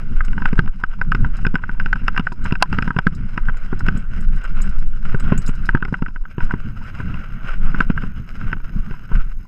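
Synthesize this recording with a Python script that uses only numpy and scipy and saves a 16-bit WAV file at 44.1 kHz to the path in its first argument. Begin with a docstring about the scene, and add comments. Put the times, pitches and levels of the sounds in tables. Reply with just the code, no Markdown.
"""A camera in a hard plastic case rides on a cyclist's helmet down a bumpy grass slope.
From the start wind heaves the microphone and rumbles and hisses through the case, as filtered noise;
the electronics add a pulsed whine, a tone and its octave over faint hiss, that grows.
Soon the case scuffs in its mount, as grainy noise, and each jolt knocks the camera in its case,
as damped modes with noise bursts; then small metal parts of the bike ping, as bright damped modes."""
import sys
import numpy as np
from scipy import signal
from scipy.fft import rfft, irfft, next_fast_len
from scipy.io import wavfile
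from scipy.ndimage import uniform_filter1d, map_coordinates

SR = 44100
rng = np.random.default_rng(int(sys.argv[2]) if len(sys.argv) > 2 else 0)


def voltage_ratio(level):
    """Linear amplitude factor for a level in decibels (scalar or array-like)."""
    return 10 ** (np.asarray(level, float) / 20)


def persist_wave(psi):
    """Save psi, clipped to +-1, as 16-bit WAV."""
    counts = np.round(np.clip(psi, -1, 1) * 32767).astype(np.int16)
    wavfile.write(sys.argv[1], SR, np.atleast_2d(counts).T)


N = 417627  # length in samples

# Jolts of the camera in its case. Each row: start in seconds, strength in dB,
# thud in dB and hardness in dB, both relative to the strength.
KNOCKS = [(0.206, -8, -32, -53), (0.282, -22, 2, -12.5), (0.331, -20.5, -18, -20), (0.379, -9.5, -6.5, -37),
          (0.42, -14.5, 2, -18), (0.456, 0.5, -14.5, -23), (0.53, -14, 11.5, -16), (0.578, -15, -15, -33),
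          (0.591, 0, -2, -20), (0.676, -14.5, -3, -25.5), (0.837, -4.5, -11, -24),
          (1.014, -3.5, -16.5, -26), (1.119, 0, -18, -22), (1.149, -4.5, -1, -14.5),
          (1.246, -8.5, -8.5, -33), (1.39, -23.5, -18, -26), (1.45, -5, -7, -30), (1.467, -9.5, 6, -9),
          (1.543, -17, 11.5, -12.5), (1.555, -1.5, -11, -21), (1.637, -10.5, -10, -41.5),
          (1.693, -12.5, -6.5, -40), (1.799, -7, -21, -19.5), (1.86, -12, -4, -14.5), (1.929, -2, -25, -24),
          (1.957, -11, -23, -23), (2.065, -33, -21, 4.5), (2.081, 2.5, -19, -17.5), (2.163, -8, -32, -20.5),
          (2.177, -0.5, -15.5, -15), (2.196, -6, 1, -13.5), (2.269, -4, -23, -31), (2.321, -20, 7, -16),
          (2.454, -14.5, 0, -40), (2.509, -15, -11, -21), (2.524, -11.5, 9.5, -10), (2.554, -13, -13, -14),
          (2.625, 2, -21, -1.5), (2.728, -9.5, 3, -10.5), (2.786, -5.5, -1.5, -17),
          (2.824, -6.5, -3.5, -13), (2.877, -9, 1, -21), (2.905, -10.5, 1, -34), (2.965, -10, 4, -21.5),
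          (2.988, -0.5, -2.5, -15), (3.068, -2, 3, -34.5), (3.377, -5.5, -4, -19), (3.485, -12, -4, -28),
          (3.494, -11.5, -4.5, -35), (3.729, -16, 12, -36), (3.806, -16, -5, -37), (3.885, -4, -3, -16),
          (4.603, -33, 8.5, -13), (5.146, -14.5, 11.5, -23), (5.322, -11, 19, -13.5), (5.379, -25, -11, 13),
          (5.491, -24, 14.5, 1), (5.69, -1.5, -10.5, -31), (5.749, -1, 5, -55), (5.771, -13, -23, -38),
          (5.825, -8, -3, -24), (5.851, -12, -1, -13.5), (5.926, -28, 24.5, -39), (5.941, -3.5, -25, -26),
          (6.023, -15, 11, -19), (6.061, -11, -37, -35), (6.16, -16.5, -9.5, -47), (6.253, -21, -32, -33),
          (6.382, -25, 19.5, -13), (6.405, -15, -11, -19.5), (6.509, -9, -15, -32.5),
          (6.539, -15.5, 10, -24), (7.002, -22.5, 8.5, -27), (7.142, -23.5, -3, -6),
          (7.745, -10, -0.5, -34), (7.805, 1.5, -5, -22), (7.901, -7.5, 8.5, -20.5),
          (7.976, -6.5, -13, -35), (8.036, -20.5, 11, -18), (8.412, -22.5, -19, -16.5),
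          (8.529, -3, -11, -28), (8.91, -21.5, 5.5, -20), (9.117, -21.5, 8.5, -23)]
# Hiss as the case colours it. Each row: frequency in Hz, relative density in dB per Hz.
HISS = [(250, -43.5), (350, -13), (560, -11.5), (900, -14.5), (1100, -10), (1350, 0), (1530, 2.5),
        (1700, -12), (2150, -11), (2450, -14.5), (2800, -11.5), (3300, -23.5), (4000, -45.5), (4400, -58.5),
        (6000, -120)]
# Thin treble fizz. Each row: frequency in Hz, relative density in dB per Hz.
FIZZ = [(3000, -120), (3500, -18.5), (4000, -5), (4350, -16.5), (5150, -0.5), (5700, -15), (6500, -12),
        (7000, -19.5), (7700, -14.5), (8500, -20), (11000, -23.5), (16000, -42.5)]


def unit(x):
    """Scaled to rms 1."""
    return x / np.sqrt(np.mean(x ** 2) + 1e-20)


def curves(rows):
    """One value per sample for each column after the time."""
    s, *cols = np.transpose(rows)
    return [np.interp(np.arange(N) / SR, s, c) for c in cols]


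def wobble(rate):
    """A smooth random curve, rate knots a second."""
    knots = rng.standard_normal(int(N * 200 / SR) + 4)
    return map_coordinates(knots, [np.arange(N) * rate / SR])


def coloured(x, spectrum):
    """x through a (Hz, dB) spectrum, interpolated along log frequency."""
    m = next_fast_len(N + 8192)
    hz, db = np.transpose(spectrum)
    log_hz = np.log(np.fft.rfftfreq(m, 1 / SR) + 1)
    gain = voltage_ratio(np.interp(log_hz, np.log(hz + 1), db))
    return irfft(rfft(x[:N], m) * gain, m)[:N]


def ringing(modes, t, scatter_db, detune):
    """Damped modes, each at a new strength and slightly new pitch for this blow."""
    total = np.zeros(len(t))
    for hz, db, t60 in modes:
        chance = rng.standard_normal(2)
        decay = voltage_ratio(db + scatter_db * chance[0] - 60 * t / t60)
        total += decay * np.sin(2 * np.pi * hz * (1 + detune * chance[1]) * t)
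    return total


def add(track, s, sound):
    """Lays sound into track at s seconds."""
    start = max(round(s * SR), 0)
    track[start:start + len(sound)] += sound


def wind():
    """Slow pressure heaves, a lumpy rumble, and hiss and fizz that come in gritty puffs."""
    # Wind at the helmet. Each row: time in seconds, buffeting in dB, airflow in dB.
    wind_levels = [(0.0, -16.5, -49), (0.37, -10.5, -49.5), (0.84, -19.5, -55.5), (1.21, -11.5, -49),
                   (3.43, -18, -49.5), (3.85, -7.5, -43), (3.98, -20, -47), (4.3, -11, -51),
                   (4.59, -9, -44), (5.04, -9.5, -51.5), (5.3, -8.5, -37.5), (6.22, -20.5, -61.5),
                   (6.36, -40, -48), (6.44, -7, -44), (6.62, -23, -49), (7.09, -20.5, -44),
                   (7.49, -19.5, -45), (7.62, -6, -44), (8.36, -28.5, -49.5), (8.52, -14, -49.5),
                   (8.97, -20.5, -48.5), (9.07, -38.5, -52), (9.15, -5.5, -42), (9.47, -34.5, -62.5)]
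    # Pressure on the microphone. Each row: frequency in Hz, relative density in dB per Hz.
    heave_spectrum = [(1.8, -41), (3.0, 5), (22, 8), (31, -6), (70, -31), (91, -58), (150, -120)]
    # Low roar through the case. Each row: frequency in Hz, relative density in dB per Hz.
    rumble_spectrum = [(25, -29), (45, -4.5), (90, -7), (200, -10), (320, -28.5), (500, -40.5), (900, -120)]

    heave_db, flow_db = curves(wind_levels)
    buffet, flow = heave_db - heave_db.mean(), flow_db - flow_db.mean()
    # mean level in dB, then dB per dB of each control
    rumble_db = -29.5 + 0.33 * buffet + 0.36 * flow
    fizz_db = -65.5 + 0.4 * flow
    gust, flutter, surge = wobble(17), wobble(45), wobble(8.1)

    heave = unit(voltage_ratio(1.5 * surge) * coloured(rng.standard_normal(N), heave_spectrum))
    heave = unit(heave - 0.15 * (heave ** 2 - 1))  # suction dips are sharper than the rounded pushes
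    lumps = voltage_ratio(3.33 * gust + 3.07 * wobble(30) + 3.0 * surge)
    rumble = unit(lumps * coloured(rng.standard_normal(N), rumble_spectrum))

    # noise whose level varies in patches of time and frequency
    z = signal.stft(rng.standard_normal(N), nperseg=512)[2]
    field = uniform_filter1d(uniform_filter1d(rng.standard_normal(z.shape), 6, 0), 8, 1)
    patchy = unit(signal.istft(z * voltage_ratio(2.2 * unit(field)), nperseg=512)[1][:N])
    # sparse grit: tiny contacts of camera on case
    sparse = rng.random(N) < 0.004
    grit = unit(rng.standard_normal(N) * sparse * voltage_ratio(15 * rng.random(N)))
    hiss_puffs = voltage_ratio(1.4 * gust + 3.2 * flutter + 0.6 * surge)
    hiss = unit(hiss_puffs * coloured(patchy + 0.6 * grit, HISS))
    fizz_puffs = voltage_ratio(2.2 * gust + 3 * flutter)
    fizz = unit(fizz_puffs * coloured(patchy + 0.81 * grit, FIZZ))

    low = voltage_ratio(heave_db) * heave + voltage_ratio(rumble_db) * rumble
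    return low + voltage_ratio(flow_db + 3.5) * hiss + voltage_ratio(fizz_db) * fizz


def whine():
    """Electronics: a thin unsteady tone and its octave in regular pulses, slowly growing, over a faint hiss."""
    # Where the whine falls away. Each row: start in seconds, length in seconds.
    dropouts = [(0.78, 0.084), (1.2, 0.11), (1.4, 0.3), (2.15, 1.4), (5.733, 0.51)]
    # Faint steady hiss. Each row: frequency in Hz, relative density in dB per Hz.
    floor_spectrum = [(2000, -5), (8000, -3.5), (13000, -6.5), (16000, -28.5)]
    whine_hz, pulse_hz = 6443, 48
    start_db, growth_db_per_s, dropout_db, floor_db = -82, 1.13, -13, -86

    t = np.arange(N) / SR
    gate = (0.5 + 0.5 * np.cos(2 * np.pi * pulse_hz * t + 1.5)) ** 2.5
    phase = 2 * np.pi * whine_hz * t + 0.9 * wobble(40)
    tone = np.sin(2 * phase) + voltage_ratio(-1.5) * np.sin(phase)
    away = sum(1.0 * (t > s) * (t < s + length) for s, length in dropouts)
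    away = uniform_filter1d(away, size=900)  # soft edges
    level_db = start_db + growth_db_per_s * t + dropout_db * away
    floor = unit(coloured(rng.standard_normal(N), floor_spectrum))
    return voltage_ratio(level_db) * unit(gate * tone) + voltage_ratio(floor_db) * floor


def scuffs():
    """The case scuffs in its mount: short crunchy rubs through the same case resonances as the hiss."""
    # Rubs of the case. Each row: start in seconds, length in seconds, level in dB.
    rubs = [(0.166, 0.028, -40), (0.423, 0.1, -38.5), (0.895, 0.05, -38.5), (1.335, 0.063, -39.5),
            (2.441, 0.05, -35.5), (2.727, 0.026, -27), (3.527, 0.14, -56), (3.833, 0.083, -41),
            (4.403, 0.1, -39.5), (4.625, 0.11, -44.5), (5.039, 0.11, -35), (6.39, 0.07, -35.5),
            (7.137, 0.18, -42.5), (7.452, 0.11, -34), (7.743, 0.1, -31), (8.39, 0.15, -41),
            (9.125, 0.1, -43)]
    edge_s, fizz_db = 0.014, -25

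    t = np.arange(N) / SR
    level = np.zeros(N)
    for s, length, db in rubs:
        rise, fall = np.tanh((t - s) / edge_s), np.tanh((t - s - length) / edge_s)
        level += voltage_ratio(db) * (rise - fall) / 2
    crunch = (rng.random(N) < 0.02) * voltage_ratio(12 * rng.random(N))
    grains = rng.standard_normal(N) * (0.3 + crunch) * voltage_ratio(3.9 * wobble(70))
    return level * (unit(coloured(grains, HISS)) + voltage_ratio(fizz_db) * unit(coloured(grains, FIZZ)))


def rattle():
    """Light random contacts as knock rows, stronger near the jolts."""
    per_s, base_db, spread_db, reach_s = 22, -37.5, 5, 0.05
    place, size, thud, hard = rng.random((int(per_s * N / SR), 4)).T
    s = place * N / SR
    jolt_s, jolt_db = np.array(KNOCKS)[:, :2].T
    nearness = np.exp(-((s[:, None] - jolt_s) / reach_s) ** 2)
    shake = (voltage_ratio(jolt_db) * nearness).sum(axis=1)
    db = base_db + 8 * np.log10(shake + 0.017) - spread_db * np.log(size + 0.025)
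    rows = np.transpose([s, db, 16 * thud - 9, 18 * hard - 26])
    return [tuple(row) for row in rows]


def knocks():
    """A blow rings three groups of case modes, a quick rebound repeats two; a crack, snap and scrape join."""
    # Deep modes of the case. Each row: frequency in Hz, relative level in dB, 60 dB decay in seconds.
    thud_modes = [(159, 2.5, 0.05), (197.7, 3.5, 0.024), (363.5, -13, 0.051)]
    # Hollow modes. Each row: frequency in Hz, relative level in dB, 60 dB decay in seconds.
    hollow_modes = [(550, 3.5, 0.0046), (697, 2, 0.0035), (816, -4.5, 0.026), (952, -2, 0.044)]
    # Main ring of the case. Each row: frequency in Hz, relative level in dB, 60 dB decay in seconds.
    ring_modes = [(1304, -9.5, 0.026), (1526, -1, 0.02), (1969, -5, 0.0094)]
    # Crack of the case. Each row: frequency in Hz, relative density in dB per Hz.
    crack_spectrum = [(1800, -24.5), (2300, 3.5), (2750, 8.5), (3200, -9), (3700, -11), (4250, -23.5),
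                      (5150, -6.5), (5900, -32.5), (6800, -34), (7600, -24), (8400, -43.5), (9500, -35),
                      (10500, -47), (16000, -52)]
    # Broad snap of the hardest blows. Each row: frequency in Hz, relative density in dB per Hz.
    snap_spectrum = [(300, -28), (650, 0), (900, 2), (1700, -5.5), (2500, -12), (3800, -10), (5500, -11.5),
                     (7500, -27), (9800, -20), (12000, -37), (16000, -50)]

    track, cracks, snaps, scrapes = np.zeros((4, N + SR))
    t = np.arange(SR // 16) / SR
    soft = 1 - np.exp(-(t / 0.00053) ** 2)  # plastic on plastic: no sharp edge
    swell = 1 - np.exp(-(t / 0.0024) ** 3.0)  # the main ring builds up over a few cycles
    for s, db, thud_db, hard_db in KNOCKS + rattle():
        # weak, deep jolts sound more hollow
        hollow_db = -20 - 0.28 * db + 0.32 * thud_db + 2.5 * rng.standard_normal()
        # the hardest blows snap and ring the hollow group
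        clack = voltage_ratio(-4.5 + 1.7 * (db + hard_db))
        hollow = voltage_ratio(hollow_db) + 0.73 * clack

        thud_onset = 1 - np.exp(-t / 0.001)
        blow = voltage_ratio(thud_db - 4) * thud_onset * ringing(thud_modes, t, scatter_db=2, detune=0.06)
        blow += hollow * voltage_ratio(4) * soft * ringing(hollow_modes, t, scatter_db=3, detune=0.04)
        lag = round(SR * (0.001482 + 0.0028 * rng.random()))
        blow[lag:] += 0.36 * blow[:-lag]  # the rebound repeats the thud and hollow modes
        blow += voltage_ratio(7.0) * swell * ringing(ring_modes, t, scatter_db=3.0, detune=0.021)
        add(track, s - 0.0008, voltage_ratio(db - 2.0) * blow)

        noise = rng.standard_normal((2, len(t)))
        # the hardest blows are the brightest
        edge = noise[0] + voltage_ratio(db + hard_db + 6.0) * np.gradient(noise[0])
        crack = voltage_ratio(db + min(hard_db, -11) + 12.5) * soft * edge * voltage_ratio(-60 * t / 0.013)
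        add(cracks, s - 0.0006, crack)
        add(snaps, s - 0.0006, voltage_ratio(db + 16.5) * clack * soft * noise[1] * voltage_ratio(-60 * t / 0.012))
        add(scrapes, s, voltage_ratio(db - 4) * noise[1] * voltage_ratio(-60 * t / 0.041))
    bursts = coloured(cracks, crack_spectrum) + coloured(snaps, snap_spectrum)
    return track[:N] + bursts + coloured(scrapes, HISS)


def pings():
    """Small metal parts of the bike strike: a bright ring and a gritty tick."""
    # Strikes. Each row: start in seconds, strength in dB, tick in dB relative to the strength.
    strikes = [(0.2482, -40.5, -11), (1.3676, -50.5, 2), (2.3233, -50.5, 0), (2.4424, -43.5, -4),
               (3.1488, -46, -2), (3.5714, -47.5, -12), (3.7928, -42, -5), (3.9733, -37.5, -21),
               (4.2074, -43, -17), (4.3587, -50.5, -7), (4.438, -45.5, -16), (4.578, -53, -22),
               (4.6173, -29, -18.5), (4.6917, -48, -3), (4.7874, -58, 6), (5.1986, -35, -15),
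               (5.377, -23.5, -33), (5.4185, -52, 7), (5.463, -35, -3.5), (5.478, -28.5, -31),
               (5.5521, -53, 2.5), (5.655, -53.5, 11), (6.442, -61.5, 12.5)]
    # Modes of the metal. Each row: frequency in Hz, relative level in dB,
    # 60 dB decay in seconds for a strong strike.
    metal_modes = [(6700, -11, 0.054), (7100, -3.5, 0.034), (7960, -8, 0.083), (9750, -20, .05),
                   (11300, -24.5, 0.027)]

    track, ticks = np.zeros((2, N + SR))
    t = np.arange(SR // 6) / SR
    for s, db, tick_db in strikes:
        noise = rng.standard_normal((2, len(t)))
        damping = voltage_ratio(25 * min(db + 30.5, 0) * t)  # light strikes die sooner
        onset = 1 - np.exp(-t / 0.00064)
        ring = damping * onset * ringing(metal_modes, t, scatter_db=3.0, detune=0.0024)
        contact = voltage_ratio(-12) * np.gradient(noise[0]) * voltage_ratio(-60 * t / 0.02)
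        add(track, s, voltage_ratio(db + 0.5) * (ring + contact))
        add(ticks, s, voltage_ratio(db + tick_db + 17.5) * noise[1] * voltage_ratio(-60 * t / 0.07))
    return track[:N] + coloured(ticks, FIZZ)


def scene():
    """All sources reach one microphone inside the case."""
    return (wind() + whine() + scuffs() + knocks() + pings())[None]


def gain_control(x, over_db, share, release_db):
    """A share of the sharp peaks' held excess comes off the gain; the excess falls release_db a second."""
    sharp = np.abs(x - uniform_filter1d(x, size=400))  # slow heaves pass unnoticed
    ramp = release_db * np.arange(N) / SR
    excess = np.maximum(20 * np.log10(sharp + 1e-9) - over_db, 0)
    held = np.maximum.accumulate(excess + ramp, axis=-1) - ramp
    late = uniform_filter1d(held, size=301, origin=150)  # the circuit needs a few ms to react
    return x * voltage_ratio(-share * late)


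def low_pass(x):
    """Removes everything above the highest recorded frequency."""
    return signal.sosfilt(signal.butter(12, 15850, fs=SR, output="sos"), x)


def record(dry):
    """Gain control, then an input stage that rounds off the largest swings."""
    level = gain_control(dry, over_db=-15, share=0.14, release_db=58.5)
    rounded = level / (1 + np.abs(level / 0.94) ** 5) ** (1 / 5)
    return low_pass(rounded)


dry = scene()
out = record(dry)
persist_wave(out)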